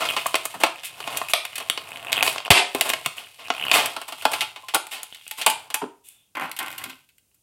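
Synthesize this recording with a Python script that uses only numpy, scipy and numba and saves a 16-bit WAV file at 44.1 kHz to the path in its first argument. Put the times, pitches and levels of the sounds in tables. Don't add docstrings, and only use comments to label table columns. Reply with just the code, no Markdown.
import sys
import numpy as np
from scipy import signal
from scipy.fft import rfft, irfft
from scipy.io import wavfile
from scipy.ndimage import uniform_filter1d, minimum_filter1d
from numba import njit

SR = 44100
rng = np.random.default_rng(int(sys.argv[2]) if len(sys.argv) > 2 else 0)


def linear_from_db(decibels):
    return 10 ** (np.asarray(decibels, float) / 20)


def wav_record(signal):
    frames = np.transpose(np.atleast_2d(signal))
    bounded = np.clip(frames, -1, 1)
    quanta = np.round(bounded * 32767).astype(np.int16)
    wavfile.write(sys.argv[1], SR, quanta)


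N = 327222
LIFT_S, GRIP_S = 3.95, 6.3


def unit(x):
    return x / np.sqrt(np.mean(x ** 2))


def shape(points, size):
    hz, value = np.transpose(points)
    return np.interp(np.log(np.fft.rfftfreq(size, 1 / SR) + 1), np.log(hz), value)


def causal(points, size=2048):
    cepstrum = irfft(np.log(linear_from_db(shape(points, size))))
    cepstrum[1:size // 2] *= 2
    cepstrum[size // 2 + 1:] = 0
    return irfft(np.exp(rfft(cepstrum)))


def band(x, lo_hz, hi_hz):
    sos = signal.butter(3, [lo_hz, hi_hz], "bandpass", fs=SR, output="sos")
    return signal.sosfilt(sos, x) * np.sqrt(SR / 2 / (hi_hz - lo_hz))


def ring(x, hz, t60):
    pole = np.exp(2j * np.pi * hz / SR - np.log(1000) / (t60 * SR))
    return signal.lfilter([1], [1, -pole], x).imag


def hush():
    # hz [Hz], density_db [dB per Hz]
    spectrum = [(18, -33.5), (30, -10.5), (48, 1), (112, 3), (1910, -19.5), (2680, -11), (4190, -14),
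                (9220, -7.5), (16000, -12.5)]
    noise = irfft(rfft(rng.standard_normal(N)) * linear_from_db(shape(spectrum, N)), N)
    return linear_from_db(-68.5) * unit(noise)


def cracks(count, per_s, spread_db):
    hit = rng.random(count) < per_s / SR
    return hit * rng.standard_normal(count) * linear_from_db(spread_db * rng.exponential(size=count))


def split(x):
    return x * rng.choice([-1., 1.], (3, len(x)))


def rustle():
    # start_s [s], flex_db [dB] of the sheet, press_db [dB] on the counter
    pack_hold = [(0, -33.5, -31), (.28, -37.5, -44), (.82, -52, -55.5), (1.16, -36.5, -31.5),
                 (1.33, -45.5, -53.5), (2.04, -47, -39.5), (2.24, -52, -26.5), (2.45, -59, -51),
                 (2.73, -47, -80), (2.75, -37.5, -34), (3.35, -50.5, -64), (3.55, -45, -44),
                 (3.7, -42, -36), (3.74, -28, -23.5), (4.04, -50.5, -61), (4.42, -36, -33),
                 (4.54, -53.5, -57.5), (5.24, -49.5, -74), (5.578, -45.5, -47), (5.95, -92, -75.5)]
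    # start_s [s], flex_db [dB], press_db [dB]
    brush_hold = [
        (6.349, -67, -50),
        (6.572, -59, -60),
        (6.834, -42.5, -37.5),
        (7.05, -66, -76),
    ]
    rumble_db, rumble_slope = -62.5, 0.67
    sizzle_db = -3
    drive, rumble, t = np.zeros((3, N)), np.zeros(N), np.arange(N) / SR
    grains = unit(cracks(N, 1200., 0.9)) + 0.37 * rng.standard_normal(N)
    parts = split(unit(grains))
    rub = band(rng.standard_normal(N), 86.0, 160.0)
    for table in pack_hold, brush_hold:
        s, flex_db, press_db = np.transpose(table)
        rub_db = rumble_db + rumble_slope * (press_db + 45)
        rumble += rub * linear_from_db(np.interp(t, s, rub_db, left=-120, right=-120))
        for row, part, db in zip(drive, parts, (press_db, flex_db, flex_db + sizzle_db)):
            row += part * linear_from_db(np.interp(t, s, db - 6, left=-120, right=-120))
    wrinkles = signal.butter(N=3, Wn=2120, btype="highpass", fs=SR, output="sos")
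    drive[1] = signal.sosfilt(wrinkles, drive[1])
    return drive, rumble


def snaps():
    # start_s [s], level_db [dB], body_db [dB], sizzle_db [dB], burst_ms [ms]
    prying = [(0.0517, -26, -6, -9, 18), (0.136, -32.5, 1.5, -7, 8.2), (0.1651, -22, -1.5, -11.5, 11.7),
              (0.2589, -26, 10, -23, 4.1), (0.266, -28, -4, 12.5, 4.7), (0.3426, -12, 2, -12.5, 3.3),
              (0.3535, -16, -6, -2, 6.7), (0.4531, -28, 1.5, 13.5, 5.9), (0.635, -13, 5, -4, 7.2),
              (0.6637, -27.5, 2.5, -5, 7.2), (0.833, -34, -11, -2.5, 8.4), (1.0032, -28, 0, -5, 4.3),
              (1.074, -32.5, 6, -5, 9.4), (1.1712, -28.5, -17.5, 8, 10.2), (1.2148, -27.5, 8.5, -17, 4.4),
              (1.2851, -26.5, -30, 2, 3.4), (1.335, -2.5, -5.5, -3, 3.96), (1.451, -19, -11, -1.5, 3.4),
              (1.555, -31, -27.5, 2, 20), (1.5803, -30.5, -4.5, 3.5, 7.8), (1.601, -34.5, 2, -4, 31),
              (1.699, -3.5, -3, -4, 1.82), (1.7752, -23.5, -0.5, -12, 4.8), (1.972, -25.5, -11.5, -1, 1.6)]
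    # start_s [s], level_db [dB], body_db [dB], sizzle_db [dB], burst_ms [ms]
    ripping = [(2.1289, -2, -6.5, -2, 1.65), (2.1189, -26.5, -7.5, -2, 19), (2.457, -31, 1.5, -9, 4.9),
               (2.2265, 1, -11, -6, 1.92), (2.232, -12, -3, 9.5, 1.56), (2.263, -26.5, 2, -6, 3.2),
               (2.2774, -1.5, -6, -15.5, 2.08), (2.328, -19.5, -34, -3, 2.1),
               (2.3602, -15.5, -0.5, -26.5, 1.7), (2.381, -19, -10.5, -19.5, 3),
               (2.403, -20.5, 0.5, -23.5, 1.8), (2.467, -15.5, -1.5, -11.5, 1), (2.4793, -24, 5, -26, 1.8),
               (2.5037, 8, -1.5, -2, 6.6), (2.508, -9, -13, 7, 8), (2.7478, -22, 7, 2.5, 5.6),
               (2.8101, -10.5, -6.5, 1, 4.8), (2.8917, -22, -19, 5, 5.7), (2.9004, -15, -7, 0.5, 3.4),
               (2.9349, -15.5, -4.5, -6, 4.3), (3.0602, -15.5, -4.5, 1, 4.2),
               (3.4834, -18.5, 0, -13.5, 1.3), (3.5025, -15.5, 2.5, -29, 4.1),
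               (3.7143, -6, -10, -10.5, 4.3)]
    # start_s [s], level_db [dB], body_db [dB], sizzle_db [dB], burst_ms [ms]
    lifting = [(3.8582, -24, -19.5, 7, 5.4), (3.9639, -29, 4.5, -4, 8), (4.0144, -36, 1, 0.5, 11),
               (4.122, -32, -1, -3, 10.3), (4.221, -39, -2, 0, 21), (4.2524, -14, 2, -5, 5.4),
               (4.3155, -32, 5.5, 4, 19), (4.3333, -26, -1.5, -1, 20), (4.4075, -16, -21.5, -3, 4.6),
               (4.4145, -25, -7, -5, 22), (4.56, -38.5, -1.5, -11, 22), (4.684, -31.5, -10.5, -6.5, 14),
               (4.738, -26.5, 3, -8, 24), (4.7456, -21, 1.5, 7.5, 11.5), (4.868, -34, -3, 3.5, 3.7),
               (5.0308, -35, -8, 13.5, 4.8), (5.1465, -37, -39, -1, 6.2), (5.279, -28.5, -12, 9.5, 1.9),
               (5.311, -28, -10, 3.5, 6.6), (5.4141, -24, -14, -5.5, 11.7), (5.463, -9, -1, 2.5, 7.4),
               (5.499, -25.5, -19, 4, 21), (5.702, -34, -4, -1, 10), (5.7417, -20, -6.5, 7.5, 7.5)]
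    # start_s [s], level_db [dB], body_db [dB], sizzle_db [dB], burst_ms [ms]
    gripping = [(5.818, -39, 10, -16.5, 7.4), (5.8407, -36, 13.5, -5, 1.7), (6.087, -48.5, -44, 24, 2.2),
                (6.3515, -37, 7, -6, 7.7), (6.369, -44, 15.5, 0, 21), (6.397, -34.5, 8, 1.5, 3.2),
                (6.409, -44.5, 15.5, 4, 15), (6.4212, -43, 11.5, -7, 6.3), (6.5145, -27.5, -33, 1.5, 3.8),
                (6.5646, -39, -13, 3.5, 12.5), (6.5888, -27, -7.5, 3.5, 8.4), (6.6288, -36, -23, 8.5, 3),
                (6.661, -31, -9, 4, 3.4), (6.671, -38, 4, -3, 3), (6.6817, -35, -1, 2, 3),
                (6.7036, -35.5, 0, 3, 2.9), (6.715, -35.5, -7, 8, 2.8), (6.7277, -36.5, -2, 4, 3),
                (6.78, -35, -39, 3.5, 10.6), (6.8393, -27, -33, 0.5, 6), (6.896, -37.5, -9.5, -4.5, 19.5),
                (7.0887, -59, -32, 0, 16), (7.1814, -56.5, -32, 5, 5.2), (7.3435, -73, -9.5, 15.5, 13)]
    # start_s [s], level_db [dB], body_db [dB], sizzle_db [dB], fall_ms [ms]
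    tear_rows = [(.005, -23, 0, -7, 18), (.539, -35, 8.5, 3.5, 10.7), (0.599, -29, 2, 2, 23),
                 (0.842, -30.5, -30, 8, 25), (1.292, -32.5, -6, 9.5, 28), (2.232, -26.5, -8, 8, 65),
                 (.262, -30.5, -10.5, 5.5, 3.5), (2.511, 7, -5, -5.5, 7.9), (2.846, -26.5, 3, 3, 33),
                 (3.383, -39.5, -1.5, -7, 32), (3.727, -13.5, -2.5, .5, 49.5), (4.079, -31.5, -2, 3, 14),
                 (4.19, -41.5, -22, 3, 24), (4.909, -29, -6.5, 1, 43.6), (5.373, -31, -5, 3, 35),
                 (3.162, -36.5, -3, 2, 39), (6.035, -61, -9.5, 18.5, 88), (6.429, -40.5, 9, -1.5, 34),
                 (6.598, -39.5, 11.5, -28, 29.6)]
    linger = np.array([[1.2], [1.], [.6]])
    longest_ms, tear_rise = 14, 0.49
    size = 16384
    drive, ms = np.zeros((3, N + size)), np.arange(size) * 1000 / SR
    swarm = split(unit(cracks(N + size, 16000., 0.4)))
    events = []
    for *start_and_levels, burst_ms in prying + ripping + lifting + gripping + slips():
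        events.append((*start_and_levels, .3, min(1.046 * burst_ms - 1.2, longest_ms)))
    for *start_and_levels, fall_ms in tear_rows:
        events.append((*start_and_levels, tear_rise * fall_ms, fall_ms))
    for s, db, body_db, sizzle_db, rise_ms, fall_ms in events:
        i = int(s * SR)
        rise = 1 - np.exp(-ms / max(rise_ms, .05))
        fall = np.exp(-ms / max(fall_ms, .3) / linger)
        burst = swarm[:, i:i + size] * fall * rise
        burst[:, 6] += 0.3 / max(rise_ms, .05)
        parts_db = np.array([[body_db], [0], [sizzle_db]])
        drive[:, i:i + size] += linear_from_db(db - 0.5 + parts_db) * burst
    return drive[:, :N]


def knocks():
    # start_s [s], level_db [dB], pitch_hz [Hz], t60_s [s],
    # contact_ms [ms]
    blows = [(0.342, -18.5, 421, 0.04, 6.5), (0.637, -58, 300, 0.022, 5.1), (2.503, 9, 108, 0.03, 5),
             (2.748, -12.5, 380, 0.066, 6.3), (3.06, -25, 156, 0.028, 15), (4.25, -40, 316, 0.042, 5.2),
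             (4.633, -34, 803, 0.18, 3.7), (5.461, -9, 875, 0.08, 10), (5.748, -21, 871, .1, 10),
             (5.816, -23, 940, .05, 6), (5.816, -28, 620, 0.082, 8.1), (.006, -5, 1330, .015, 45),
             (.006, -18, 685, 0.043, 40), (.165, -9, 1350, .015, 5), (.259, -12, 1150, .015, 3),
             (1.53, -28, 1250, .02, 4), (4.745, -20, 875, .1, 14), (4.253, -13, 1120, .03, 7),
             (1.335, -17.5, 715, 0.055, 8), (2.506, -14, 300, .05, 12), (2.507, -3, 1100, .03, 20),
             (5.473, -24, 285, .06, 25), (5.817, -24, 425, 0.15, 22), (5.828, -15, 296, 0.08, 21),
             (2.508, 12, 58, 0.04, 8), (0.551, -29, 191.3, .05, 48), (6.413, -34.5, 169, 0.17, 39),
             (6.861, -28, 266, 0.1, 26)]
    overtone = .35
    out, ms = np.zeros(N), np.arange(N) * 1000 / SR
    jolts = band(rng.standard_normal(N), 36.0, 1300.0)
    for s, db, hz, t60, contact_ms in blows:
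        since = ms - 1000 * s
        push = (since > 0) * np.exp(-np.abs(since) / contact_ms) * (1 + jolts)
        push *= linear_from_db(db) / np.linalg.norm(push) / 4
        pair = ring(push, hz, t60) + overtone * ring(push, 1.3 * hz, t60)
        out += signal.lfilter(*signal.butter(2, hz / 2, "highpass", fs=SR), pair)
    return out


def slips():
    # start_s [s], length_s [s], slips_per_s [1/s], level_db [dB], swell_db [dB] to the end
    creaks = [(0.77, 0.04, 150, -31.5, -2), (0.175, .05, 143, -25, -6), (1.075, 0.044, 110, -28, -3),
              (1.15, 0.025, 150, -28.5, 2), (1.555, .04, 130, -30.5, -5), (2.135, 0.02, 150, -24, 0),
              (3.39, 0.035, 130, -42.5, -1), (3.515, 0.061, 80, -26, -3), (5.148, 0.042, 83, -32.5, -5.5),
              (2.24, 0.065, 120, -22, -1.5), (.01, .065, 120, -24, -4)]
    body_db, sizzle_db, burst_ms = -7.5, -11.5, 1.79
    uneven, scatter_db = .07, 2
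    rows = []
    for s, length, per_s, db, swell_db in creaks:
        gap, size, body, sizzle = rng.standard_normal((24, 4)).T
        since = np.cumsum(np.exp(uneven * gap)) / per_s - 1 / per_s
        level = db + swell_db * since / length + scatter_db * size
        bodies = body_db + scatter_db * body
        sizzles = sizzle_db + scatter_db * sizzle
        for a, b, c, d in zip(since, level, bodies, sizzles):
            if 0 <= a < length:
                rows.append((s + a, b, c, d, burst_ms))
    return rows


def ticks():
    # start_s [s], peak_db [dB], pitch_hz [Hz], wide_db [dB] wide-band share
    early_ticks = [(0.0884, -10, 3240, -3), (0.1854, -18, 2960, -3), (0.1934, -18, 2520, -3),
                   (0.2154, -23, 2850, -3), (0.7575, -27, 2530, -3), (0.7891, -36, 2550, -3),
                   (0.9423, -36, 2550, -3), (1.0271, -26, 2800, -3), (1.0405, -22, 2880, -3),
                   (1.1194, -24.5, 2730, -3), (1.1274, -27, 2770, -3), (1.1404, -25, 2600, -3),
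                   (1.1483, -21, 2650, -3), (1.2481, -26, 2690, -3), (1.2974, -23, 2580, -3),
                   (1.5304, -25, 2470, -3), (1.6257, -24, 2650, -3), (1.8736, -28, 2540, -3),
                   (1.918, -19, 2750, -3), (1.931, -27, 2750, -3), (1.9589, -20, 3050, -3),
                   (1.9949, -28, 2750, -3), (2.001, -26, 3180, -3), (2.0273, -23, 3000, -3),
                   (2.048, -17.5, 2594, -3), (2.069, -19.5, 2580, -3), (2.0832, -20, 2580, -3),
                   (2.0974, -21, 2530, -3), (2.4503, -18, 3010, -3), (3.182, -21, 2980, -3),
                   (3.2455, -32, 3170, -3), (3.2695, -32, 2690, -3), (3.3954, -32, 2680, -3),
                   (3.4414, -35, 2710, -3), (3.4491, -30, 2700, -3), (3.4564, -27, 2640, -3)]
    # start_s [s], peak_db [dB], pitch_hz [Hz], wide_db [dB]
    late_ticks = [(3.5803, -20, 2810, -4), (3.5972, -17, 3030, -4), (3.6122, -15, 3020, -4),
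                  (3.6247, -15, 3010, -4), (3.6381, -13, 3010, -4), (3.6666, -11, 2940, -4),
                  (3.6825, -11, 3010, -4), (4.0861, -26, 837, -4), (4.2123, -25, 2830, -4),
                  (4.9177, -26, 2790, -4), (5.1248, -25.5, 3220, -4), (5.2121, -34, 3220, -4),
                  (5.3864, -23, 856, -4), (6.4562, -18, 1590, -4), (6.4954, -22, 888, -4),
                  (6.6034, -17, 1590, -4), (6.8169, -22, 1670, -4), (6.8554, -28, 869, -4),
                  (6.9314, -33, 3110, -4), (7.3144, -57, 2750, -4)]
    # start_s [s], peak_db [dB], pitch_hz [Hz], wide_db [dB]
    further_ticks = [(.0957, -14, 3220, 0), (.1017, -12, 2600, 0), (.1087, -11, 2380, 0),
                     (2.160, -17, 3000, 0), (2.168, -11, 3300, -1), (2.178, -6, 2900, -3),
                     (2.1884, -11, 2550, -3), (2.1984, -15, 3370, -3), (2.208, -8, 2610, -3),
                     (3.6514, -15, 2000, -2), (1.889, -32, 2700, 8), (1.906, -34, 2700, 8),
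                     (2.106, -24, 2800, -3), (3.048, -29, 2400, -3), (3.054, -24, 3020, -3),
                     (3.465, -27, 2700, -4), (3.473, -27, 2700, -4), (3.698, -15, 2900, -4),
                     (3.704, -17, 2900, -4), (3.739, -6, 2550, -4), (4.391, -22, 2690, -4),
                     (5.266, -28, 3500, -2), (3.549, -22, 3000, -2), (3.566, -24, 3000, -3)]
    rise_ms, fall_ms, facet_t60_s = .3, .8, .004
    out, ms = np.zeros(N + 1024), np.arange(1024) * 1000 / SR
    puff = (1 - np.exp(-ms / rise_ms)) * np.exp(-ms / fall_ms)
    for s, db, hz, wide_db in list(early_ticks) + list(late_ticks) + list(further_ticks):
        grit = puff * rng.standard_normal(1024)
        facet = ring(grit, hz, facet_t60_s)
        tick = facet / np.abs(facet).max() + linear_from_db(wide_db) * grit / np.abs(grit).max()
        out[int(s * SR):][:1024] += linear_from_db(db - 6) * tick
    return out[:N]


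def sheet_voices(drive, t):
    # low_hz [Hz], high_hz [Hz]
    bands = [(280, 1500), (1500, 5500), (5500, 17000)]
    # low_hz [Hz], high_hz [Hz], level_db [dB]
    card = [(570, 867, -14.5), (1174, 1200, -29)]
    push, crack, sizzle = drive
    glued, lifted, gripped = t < LIFT_S, t >= LIFT_S, t >= GRIP_S
    out = band(push * (glued + linear_from_db(-1.5) * gripped), *bands[0])
    out += band(crack, *bands[1]) + band(sizzle, *bands[2])
    out += sum(linear_from_db(db) * band(push * glued, lo, hi) for lo, hi, db in card)
    out += band(push * (lifted & ~gripped), 612, 1454)
    out += linear_from_db(-11) * band(push * lifted, 261, 458)
    out += band(push * gripped, 702, 2080)
    out += linear_from_db(-7) * band(sizzle * gripped, 10250, 14970)
    return out


def held_modes(sheet, t):
    # pitch_hz [Hz], level_db [dB], t60_s [s]
    glued = [(750.5, -25, .05), (1080, -21, .03), (1300, -20, .03), (2600, -22.5, .02)]
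    # pitch_hz [Hz], level_db [dB], t60_s [s]
    brush = [(805, -17, .05), (1090, -20, .04), (1577, -12, 0.046)]
    out = np.zeros(N)
    for modes, when in (glued, t < LIFT_S), (brush, t >= GRIP_S):
        out += sum(linear_from_db(db - 25) * ring(sheet * when, hz, t60) for hz, db, t60 in modes)
    return out


def shell_ring(sheet, t):
    # pitch_hz [Hz], level_db [dB], t60_s [s]
    modes = [(624.7, -23, 0.033), (802, -21.5, 0.097), (868, -16.5, 0.2), (1056, -18.5, 0.059),
             (2400, -18.5, 0.054)]
    # start_s [s], ring_db [dB]
    freedom = [
        (0, -29),
        (3.9, -26),
        (4.3, -7),
        (4.8, -1),
        (5.25, -3),
        (5.5, 3),
        (5.9, -4),
        (6.3, -6),
        (7.4, -20),
    ]
    s, db = np.transpose(freedom)
    loose = sheet * linear_from_db(np.interp(t, s, db) - 27.5)
    return sum(linear_from_db(db) * ring(loose, hz, t60) for hz, db, t60 in modes)


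def room():
    # hz [Hz], t60_s [s]
    decay = [(150, 0.31), (1000, 0.34), (3500, 0.32), (9000, 0.3), (16000, 0.079)]
    t = np.arange(SR // 2) / SR
    f, frames, z = signal.stft(rng.standard_normal(len(t)), SR, nperseg=256)
    fall = linear_from_db(-60 * frames / shape(decay, size=256)[:, None])
    tail = signal.istft(z * fall, SR)[1][:len(t)]
    tail *= np.clip(t / 0.012, 0, 1)
    near = cracks(len(t), 2700.0, 0.68) * np.exp(-t / 0.009)
    echo = linear_from_db(-12) * tail / np.linalg.norm(tail) + linear_from_db(-8.5) * near / np.linalg.norm(near)
    return signal.sosfilt(signal.butter(N=5, Wn=270., btype="highpass", fs=SR, output="sos"), echo)


def slide():
    start_s, rise_s, swish_fall_s, edge_fall_s = 6.035, 0.052, 0.065, 0.13
    since = np.maximum(np.arange(N) / SR - start_s, 0)
    rub = rng.standard_normal(N) * (1 - np.exp(-since / rise_s)) * np.clip((.28 - since) / .05, 0, 1)
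    swish = band(rub * np.exp(-since / swish_fall_s), 2300, 4080)
    edge = band(rub * np.exp(-since / edge_fall_s), 3200, 3650)
    return linear_from_db(-55) * (swish + linear_from_db(-9) * edge)


def scene():
    # hz [Hz], gain_db [dB]
    colour = [(30, -30), (100, -7), (170, -3), (400, -4.5), (850, 1.5), (1700, -1), (2800, 9.5),
              (4200, 0.5), (6000, -4.5), (8500, 5), (12000, 3), (16000, -7.5)]
    t = np.arange(N) / SR
    flexing, rumble = rustle()
    drive = snaps() + flexing
    sheet = sheet_voices(drive, t)
    pack = sheet + held_modes(sheet, t) + shell_ring(sheet, t) + knocks() + ticks() + slide()
    pack += linear_from_db(-26) * band(drive[0], 90, 239)
    echoed = pack + signal.fftconvolve(pack, room())[:N]
    heard = signal.fftconvolve(echoed, causal(colour))[:N]
    return np.tile(heard + rumble + hush(), (2, 1))


@njit
def recover(gain, step):
    out, g = np.empty(len(gain)), 1.
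    for i in range(len(gain)):
        g = min(gain[i], g * step)
        out[i] = g
    return out


def roll_off(x):
    return signal.sosfilt(signal.butter(12, 16460, fs=SR, output="sos"), x)


def record(dry):
    ceiling_db, recovery_db_s = 2.5, 223
    ahead = int(0.015 * SR)
    need = np.minimum(1, linear_from_db(ceiling_db) / (np.abs(dry[0]) + 1e-9))
    early = minimum_filter1d(need, ahead, origin=-(ahead // 2))
    gain = uniform_filter1d(recover(early, linear_from_db(recovery_db_s / SR)), size=128)
    top = signal.ellip(8, .2, 60, 15900, fs=SR, output="sos")
    limited = signal.sosfilt(top, np.clip(dry * gain, -1, 1))
    mix = np.clip(limited, -1, 1)
    return roll_off(mix)


dry = scene()
out = record(dry)
wav_record(out)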